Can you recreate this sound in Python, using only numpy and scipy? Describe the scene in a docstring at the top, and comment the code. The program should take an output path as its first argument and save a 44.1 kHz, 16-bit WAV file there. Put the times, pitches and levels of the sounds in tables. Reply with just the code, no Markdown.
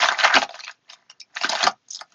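"""First comes a clatter: strings of beads knock on a table and rattle over each other as they are
lifted from a heap of costume jewellery. The hanging strand gives a few light clinks, then clatters
down again, and a fine chain jingles near the end. Each touch makes a bead, a link or the table top
ring briefly. The room is small, and is heard through a microphone that loses the highest treble,
with a noise suppressor and soft limiting."""
import sys
import numpy as np
from scipy import signal
from scipy.io import wavfile
from scipy.ndimage import uniform_filter1d

SR = 44100
rng = np.random.default_rng(int(sys.argv[2]) if len(sys.argv) > 2 else 0)


def unload_audio(sound):
    """Save the sound as a 16-bit wav file, at the path given as the first command line argument."""
    columns = np.transpose(np.atleast_2d(sound))
    # keep every value between -1 and 1, then stretch to whole-number steps
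    steps = np.round(np.clip(columns, -1, 1) * 32767)
    wavfile.write(sys.argv[1], SR, steps.astype(np.int16))


N = 94550
STRIKE_S = 0.0047  # a contact's level is its strength over this time
LEAD_S = .008  # a contact starts this long before its firm hit


def amp(db):
    """Turns decibels into a number to multiply a sound by."""
    return 10 ** (np.asarray(db) / 20)


def unit(x):
    """Scales a sound to an energy of one."""
    return x / np.sqrt(np.sum(x ** 2) + 1e-20)


def read(points, hz):
    """Looks up a value between a table's rows, on a logarithmic frequency scale."""
    f, value = np.transpose(points)
    return np.interp(np.log(hz + 1), np.log(f + 1), value)


def add(mix, s, sound):
    """Mixes a sound in at s seconds."""
    part = mix[max(round(s * SR), 0):][:len(sound)]
    part += sound[:len(part)]


def colour(x, tone, size=4096):
    """Makes each frequency louder or softer, as a tone table says."""
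    log_gain = np.log(amp(read(tone, abs(np.fft.fftfreq(size, 1 / SR)))))
    taps = np.fft.ifft(np.exp(np.conj(signal.hilbert(log_gain)))).real  # no sound ahead of a hit
    return signal.oaconvolve(x, taps[:size // 2])[:N]


def ring(hz, t60, size=1024, rise_s=.00025):
    """One vibration: it builds up during the touch, then fades by 60 dB in t60 seconds."""
    t = np.arange(size) / SR
    return np.sin(2 * np.pi * hz * t) * (1 - np.exp(-t / rise_s)) * np.exp(-np.log(1000) * t / t60)


def body(x, modes, ring_db):
    """Adds an object's modes: the tones it keeps ringing with after a hit."""
    tail = unit(sum(amp(db) * ring(hz, t60, size=6000) for hz, db, t60 in modes))
    return x + amp(ring_db) * signal.oaconvolve(x, tail)[:N]


def contact(hz, t60, overtone_db, spread, bounce, graze_s, settle_s, size=1400, count=5):
    """Light grazes, one firm hit and dying bounces set off a short ring with a few stray tones."""
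    t = (np.arange(size) - round(LEAD_S * SR)) / SR
    touches = rng.random(size) < 2000 / SR  # about 2000 a second
    strength, stray = rng.uniform(-1, 1, size), rng.uniform(-1, 1, count)
    fade = np.exp(-abs(t) / np.where(t < 0, graze_s, settle_s))
    hits = bounce * strength * touches * fade
    hits[t == 0] = 1  # the firm hit
    stray_tones = sum(np.sign(u) * ring(min(hz * np.exp(spread * u), SR / 2), t60 / 2) for u in stray)
    tone = unit(ring(hz, t60)) + amp(overtone_db) * unit(stray_tones)
    return unit(signal.fftconvolve(hits, tone)) * np.sqrt(STRIKE_S * SR)


def rattle(times, level_db, low_hz, high_hz, per_s, uneven_db, t60, count=24):
    """Many small random hits, each on a bead or spot with its own pitch."""
    ticks = np.zeros(N)
    for hz in np.geomspace(low_hz, high_hz, count):
        touches = rng.random(N) < per_s / count / SR
        strength = rng.standard_normal(N)
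        hits = touches * np.sign(strength) * amp(uneven_db * np.minimum(abs(strength), 2))
        ticks += signal.oaconvolve(hits, unit(ring(hz, t60)))[:N]
    loudness = amp(np.interp(np.arange(N) / SR, times, level_db, left=-120))
    return unit(ticks) * np.sqrt(N) * loudness


def scrape(times, level_db):
    """Beads slide over each other: a fine, dense sizzle with a thin edge of top treble."""
    sizzle = rattle(times, level_db, 6500, 11000, per_s=6000, uneven_db=3, t60=.003, count=8)
    edge = rattle(times, level_db, 11000, 18000, per_s=6000, uneven_db=2, t60=.002, count=6)
    return sizzle + edge


def thump(t60, size=2048):
    """The knocked table gives a dull shudder that dies quickly."""
    t = np.arange(size) / SR
    burst = rng.standard_normal(size) * amp(-60 * t / t60)
    shudder = signal.lfilter(*signal.butter(2, 450, fs=SR), burst)  # keeps the bass, below 450 Hz
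    return unit(shudder) * np.sqrt(STRIKE_S * SR)


def knocks():
    """Each bead that lands sounds the table top, the bead itself and a low thump."""
    # Beads landing: (time [s], table level [dB], table pitch [Hz], bead level [dB], bead pitch [Hz],
    # thump level [dB]); levels compare rows within a column
    landings = [(0.005, -30, 1190, -29, 2890, -45), (0.019, -32, 1160, -15.5, 3540, -63),
                (0.028, -12, 1160, -21, 2800, -41.5), (0.031, -16, 1270, -23, 3030, -62.5),
                (0.036, -19.5, 1200, -17.5, 2990, -46), (0.043, -10.5, 1620, -18.5, 3540, -66),
                (0.047, -20.5, 790, -33.5, 3000, -69), (0.057, -13, 1150, -44, 3510, -54),
                (0.0875, -10, 1510, -15, 3630, -43), (0.095, -30, 1720, -35, 3190, -46),
                (0.116, -18, 1510, -34, 3500, -41), (0.123, -17, 1240, -27, 4490, -59),
                (0.146, -26.5, 1960, -30, 2670, -45), (0.189, -21.5, 1730, -22, 4100, -49.5),
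                (0.1998, -21.5, 1530, -18, 2990, -55), (0.209, -38, 1190, -16.5, 3040, -56),
                (0.238, -11, 1730, -16.5, 4480, -54.5), (0.2453, -13, 1100, -15.5, 2990, -48),
                (0.249, -8.5, 810, -18, 3110, -55), (0.253, -9, 1650, -24, 2800, -44.5),
                (0.264, -14, 1190, -28, 3460, -52), (0.276, -17, 1520, -24.5, 3330, -56.5),
                (0.281, -16, 1420, -26.5, 3260, -49.5), (0.299, -21.5, 1680, -34, 3330, -55),
                (0.303, -15.5, 1500, -33, 2790, -55), (0.31, -17, 1270, -37, 2800, -55),
                (0.325, -20.5, 1580, -41, 2670, -66), (0.3416, -14.5, 1590, -13.5, 4170, -43),
                (0.346, -13, 1690, -33, 4350, -28.5), (0.3543, -19, 1570, -11, 2630, -24.5),
                (0.364, -11, 1090, -9, 2940, -36), (0.3678, -10, 1520, -21, 2830, -31),
                (0.372, -5.5, 730, -15.5, 2800, -25), (0.385, -23.5, 640, -25, 3780, -35),
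                (0.419, -18, 740, -20.5, 2960, -51), (0.4265, -15, 780, -27.5, 3550, -38),
                (0.44, -23, 760, -32.5, 2870, -49), (0.4926, -29, 720, -35, 3720, -66),
                (0.508, -31.5, 710, -40.5, 5040, -73), (0.543, -33, 750, -37, 2750, -66),
                (0.68, -32, 1830, -27.5, 2560, -67), (0.695, -31, 1720, -33.5, 2600, -71.5),
                (1.3636, -29.5, 1290, -40, 6180, -59.5), (1.369, -22, 1860, -22, 2850, -56.5),
                (1.4134, -26.5, 850, -22.5, 2800, -53), (1.436, -20, 1580, -19, 2680, -45),
                (1.445, -14.5, 1490, -20, 2840, -29.5), (1.4946, -26, 890, -16, 4910, -37),
                (1.498, -22, 850, -18.5, 5230, -60), (1.517, -48, 1310, -26, 4750, -44),
                (1.523, -20, 730, -22.5, 2620, -48), (1.532, -16.5, 700, -37, 2760, -54),
                (1.5529, -18.5, 890, -22, 2980, -45), (1.558, -28, 1510, -25, 4760, -48.5),
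                (1.607, -22, 730, -21, 2830, -50), (1.63, -17, 780, -14, 3510, -38),
                (1.6394, -19, 1210, -12.5, 4980, -31), (1.65, -37.5, 1180, -33.5, 3750, -27.5),
                (1.6686, -12, 1350, -16, 3110, -44), (1.6734, -6.5, 750, -18, 4910, -35.5),
                (1.68, -24.5, 800, -25, 3620, -36), (1.714, -42.5, 640, -41, 6240, -54),
                (2.011, -30.5, 1710, -28.5, 4960, -57), (2.017, -31.5, 800, -46, 4990, -57.5),
                (2.122, -53.5, 1380, -49.5, 6730, -65)]
    table, bead, low = np.zeros((3, N))
    for s, table_db, table_hz, bead_db, bead_hz, thump_db in landings:
        knock = contact(table_hz, t60=.008, overtone_db=-1.5, spread=.78,
                        bounce=.69, graze_s=.0016, settle_s=.005)
        click = contact(bead_hz, t60=.0052, overtone_db=2, spread=.6,
                        bounce=1.1, graze_s=.0022, settle_s=.004)
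        add(table, s - LEAD_S, amp(table_db) * knock)
        add(bead, s - LEAD_S, amp(bead_db) * click)
        add(low, s, amp(thump_db) * thump(t60=.055))
    return amp(-1) * table, amp(-2.5) * bead, amp(1) * low


def table_and_heap(table, bead, low):
    """The table and the heap of beads ring on after each hit and give it their own tone."""
    # Ringing of the table top, the heap and the thump: (pitch [Hz], relative level [dB], fade time [s])
    table_modes = [(602, -11, 0.039), (706, -3.5, .08), (883, 5, 0.029), (1230, -7.5, .06),
                   (1269, -7, 0.18), (1500, -5, .06), (1640, -2.5, 0.097)]
    bead_modes = [(2365, -12, 0.099), (2600, -5.5, 0.02), (2850, -2, 0.071), (3182, -15, .05),
                  (3520, -6, 0.017), (5000, -3.5, 0.019), (5570, -0.5, 0.17), (5970, -8.5, .06),
                  (6300, -5, .05), (6700, -6.5, 0.061)]
    thump_modes = [(123, 0, .3), (215, -3, 0.068), (300, -2, .15)]
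    # Tone of the same three: (frequency [Hz], gain [dB])
    table_tone = [(30, -49), (200, -38.5), (420, -14.5), (540, -12), (660, 1.5), (1000, -3.5), (1700, 1.5),
                  (2300, -1.5), (3500, -9.5), (8000, -21.5)]
    bead_tone = [(30, -52.5), (600, -21.5), (1500, -12.5), (2400, -1), (4000, 0.5), (5500, -1), (6800, -2),
                 (9000, 6)]
    thump_tone = [(20, -10.5), (60, -21), (110, -8), (160, -6.5), (210, 4), (310, 1.5), (420, 0.5),
                  (800, -18.5), (3000, -51)]
    return (colour(body(table, table_modes, ring_db=-35), table_tone)
            + colour(body(bead, bead_modes, ring_db=-27.5), bead_tone)
            + colour(body(low, thump_modes, ring_db=-36), thump_tone))


def clinks():
    """Hanging beads touch: two bright tones over a faint, dull clack."""
    # Beads touching: (time [s], first level [dB], first pitch [Hz], second level [dB],
    # second pitch [Hz], clack level [dB])
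    touches = [(0.593, -56, 4200, -41.5, 5060, -36.5), (0.599, -47, 4080, -36, 4540, -47),
               (0.6065, -38.5, 4180, -35.5, 4130, -39.5), (0.638, -33, 2530, -35.5, 4680, -42.5),
               (0.647, -35, 2650, -34.5, 4700, -53), (0.657, -57, 2500, -43, 4880, -58),
               (0.671, -37, 2220, -35.5, 4180, -42), (0.7124, -50, 3960, -42, 5060, -51),
               (0.901, -40.5, 2904, -38, 5070, -45.5), (0.933, -38, 3670, -45.5, 6440, -44),
               (1.0997, -39, 2820, -43, 5660, -46.5), (1.106, -48.5, 3010, -45, 5660, -55),
               (1.114, -51, 2960, -49, 5880, -51.5), (1.204, -40, 3840, -36.5, 5460, -67),
               (1.214, -41.5, 2473, -36, 5520, -62.5), (1.354, -58.5, 4030, -41, 6560, -55),
               (1.425, -32, 2863, -31.5, 5420, -44)]
    # Ringing of the hanging strand: (pitch [Hz], relative level [dB], fade time [s])
    strand_modes = [(2365, -5, .09), (2830, -11.5, 0.093), (3182, -12, .05), (3645, -1.5, .05),
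                    (5800, -7, 0.043), (5830, -10, .07), (6400, -9, .05), (6700, -15.5, .05)]
    # Tone of the strand: (frequency [Hz], gain [dB])
    strand_tone = [(30, -46.5), (1200, -15), (2300, -1.5), (4000, -3.5), (6500, 2), (7400, 6), (10000, 6.5)]
    clacks, bead = np.zeros((2, N))
    for s, first_db, first_hz, second_db, second_hz, clack_db in touches:
        first = contact(first_hz, t60=.024, overtone_db=-9, spread=.53,
                        bounce=2.1, graze_s=.0023, settle_s=.001)
        second = contact(second_hz, t60=.011, overtone_db=1, spread=.33,
                         bounce=2.1, graze_s=.0025, settle_s=.0019)
        clack = contact(hz=1220, t60=.0063, overtone_db=6, spread=.65,
                        bounce=.8, graze_s=.0028, settle_s=.0035)
        add(bead, s - LEAD_S, amp(first_db) * first + amp(second_db) * second)
        add(clacks, s - LEAD_S, amp(clack_db) * clack)
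    return clacks, colour(body(bead, strand_modes, ring_db=-23.5), strand_tone)


def chain():
    """A fine chain slides and its links tick against each other."""
    # The chain sliding: (time [s], level [dB])
    slide = [(1.87, -77.5), (1.9, -53), (1.91, -43.5), (1.942, -43), (1.957, -39.5), (1.985, -63),
             (2.008, -40), (2.03, -72.5)]
    # Links falling together: (time [s], level [dB], pitch [Hz])
    jingle = [(1.886, -45.5, 6560), (1.9056, -32, 6120), (1.9096, -29, 6370), (1.9156, -36.5, 5400),
              (1.926, -37, 5430), (1.9332, -31, 6400), (1.9478, -27, 5080), (1.951, -32, 4960),
              (1.958, -31, 5000), (1.97, -32.5, 4970), (1.978, -51, 4860), (1.991, -31.5, 3660)]
    # Tone of the chain: (frequency [Hz], gain [dB])
    chain_tone = [(30, -51), (2200, -30), (3300, -7), (4700, -4.5), (6600, 0), (7400, 8), (10000, 7),
                  (14000, -5.5)]
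    links = rattle(*np.transpose(slide), 2400, 7600, per_s=2200, uneven_db=4.5, t60=.008)
    for s, level_db, hz in jingle:
        tick = contact(hz, t60=.0044, overtone_db=-4.5, spread=.4,
                       bounce=.99, graze_s=.0013, settle_s=.0023)
        add(links, s - LEAD_S, amp(level_db) * tick)
    return colour(links, chain_tone)


def room(x, size=11025):
    """A small furnished room adds faint steady noise and dense echoes whose treble dies first."""
    # Tone of the room's noise: (frequency [Hz], relative level [dB])
    noise_tone = [(20, -22), (70, -12.5), (120, 2), (250, 2), (450, -3), (1500, -7), (3500, -9.5),
                  (6500, -13.5), (9000, -19.5)]
    # How long the echoes last: (frequency [Hz], time to fade by 60 dB [s])
    fade_times = [(100, .2), (500, 0.12), (2000, 0.11), (7000, 0.08)]
    noise = np.sqrt(N) * unit(colour(rng.standard_normal(N), noise_tone))
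    t = np.arange(size) / SR
    # About 3000 echoes a second, starting after 3 ms
    echoes = rng.choice([-1., 1.], size) * (rng.random(size) < 3000 / SR) * (t > .003)
    hz, times, bands = signal.stft(echoes, SR, nperseg=256)
    fade = amp(-60 * times / read(fade_times, hz)[:, None])
    tail = signal.istft(bands * fade, SR, nperseg=256)[1]
    return x + amp(-9.5) * signal.oaconvolve(x, unit(tail))[:N] + amp(-67) * noise


def suppress(x, size=256, threshold_db=-50.5, depth_db=-6):
    """The noise suppressor turns down whatever is faint, band by band, which shortens the ringing."""
    frames = dict(nperseg=size, noverlap=size * 3 // 4)
    bands = signal.stft(x, **frames)[2]
    power = size * uniform_filter1d(abs(bands) ** 2, size=3, axis=0)
    faintness = 1 / (1 + abs(power) / amp(threshold_db) ** 2)
    return signal.istft(bands * amp(depth_db * faintness), **frames)[1][:N]


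def scene():
    """Beads rattle, knock and clink, and a chain jingles, in a quiet room."""
    # The strand sliding: (time [s], relative level on the table [dB], relative level among beads [dB])
    sliding = [(0, -20, -27.5), (.04, -23, -23.5), (.075, -27.5, -27.5), (.11, -23.5, -36),
               (.168, -35.5, -44.5), (.185, -31.5, -35), (0.202, -19.5, -32), (0.227, -23.5, -31),
               (0.248, -14.5, -23), (.29, -36, -36.5), (0.321, -23, -40.5), (.36, -14, -21),
               (0.391, -34, -29.5), (0.412, -40.5, -38), (0.433, -38, -25.5), (0.464, -59, -59.5),
               (.53, -57, -50), (.555, -39, -42.5), (.583, -51, -48.5), (.61, -54.5, -49),
               (.655, -62.5, -54.5), (.69, -46.5, -46), (.735, -63.5, -60), (.8, -76, -77),
               (.875, -63.5, -67), (0.896, -52.5, -48.5), (.942, -55.5, -43), (.955, -57.5, -62.5),
               (1.069, -64.5, -71.5), (1.28, -71.5, -74.5), (1.341, -56, -61), (1.378, -37.5, -34.5),
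               (1.405, -48, -46.5), (1.448, -22.5, -27), (1.482, -38.5, -40), (1.519, -27, -30),
               (1.545, -30, -33), (1.591, -27.5, -32), (1.65, -22, -32.5), (1.689, -49, -39),
               (1.735, -66, -68), (1.81, -80, -74.5), (1.871, -70, -68), (1.95, -59.5, -61),
               (2.015, -51.5, -55.5), (2.059, -77, -71.5), (2.14, -62.5, -58.5)]
    times, table_db, bead_db = np.transpose(sliding)
    table_knocks, bead_clicks, thumps = knocks()
    clacks, strand = clinks()
    table_rattle = rattle(times, table_db, 640, 2100, per_s=1200, uneven_db=4, t60=.01)
    bead_rattle = rattle(times, bead_db, 2300, 6800, per_s=1500, uneven_db=2, t60=.0056)
    table = table_knocks + clacks + amp(-1.5) * table_rattle
    bead = bead_clicks + amp(-2) * bead_rattle
    jewellery = table_and_heap(table, bead, thumps) + strand + chain() + amp(-9) * scrape(times, bead_db)
    return room(jewellery)[None]


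def record(dry):
    """Faint sounds are turned down, loud peaks are rounded off and the highest treble is lost."""
    # Tone of the microphone, falling steeply near 7000 Hz: (frequency [Hz], gain [dB])
    mic_tone = [(20, -3), (6700, 1.5), (7100, -8), (7500, -18.5), (8200, -29.5), (8800, -22), (9600, -32.5),
                (12000, -34), (15000, -28)]
    limited = np.tanh(suppress(dry[0]))
    heard = colour(limited, mic_tone)
    treble_cut = signal.firwin(511, 15800, window=("kaiser", 9), fs=SR)  # nothing above 15800 Hz
    return signal.oaconvolve(heard, treble_cut, "same")[None]


dry = scene()
out = record(dry)
unload_audio(out)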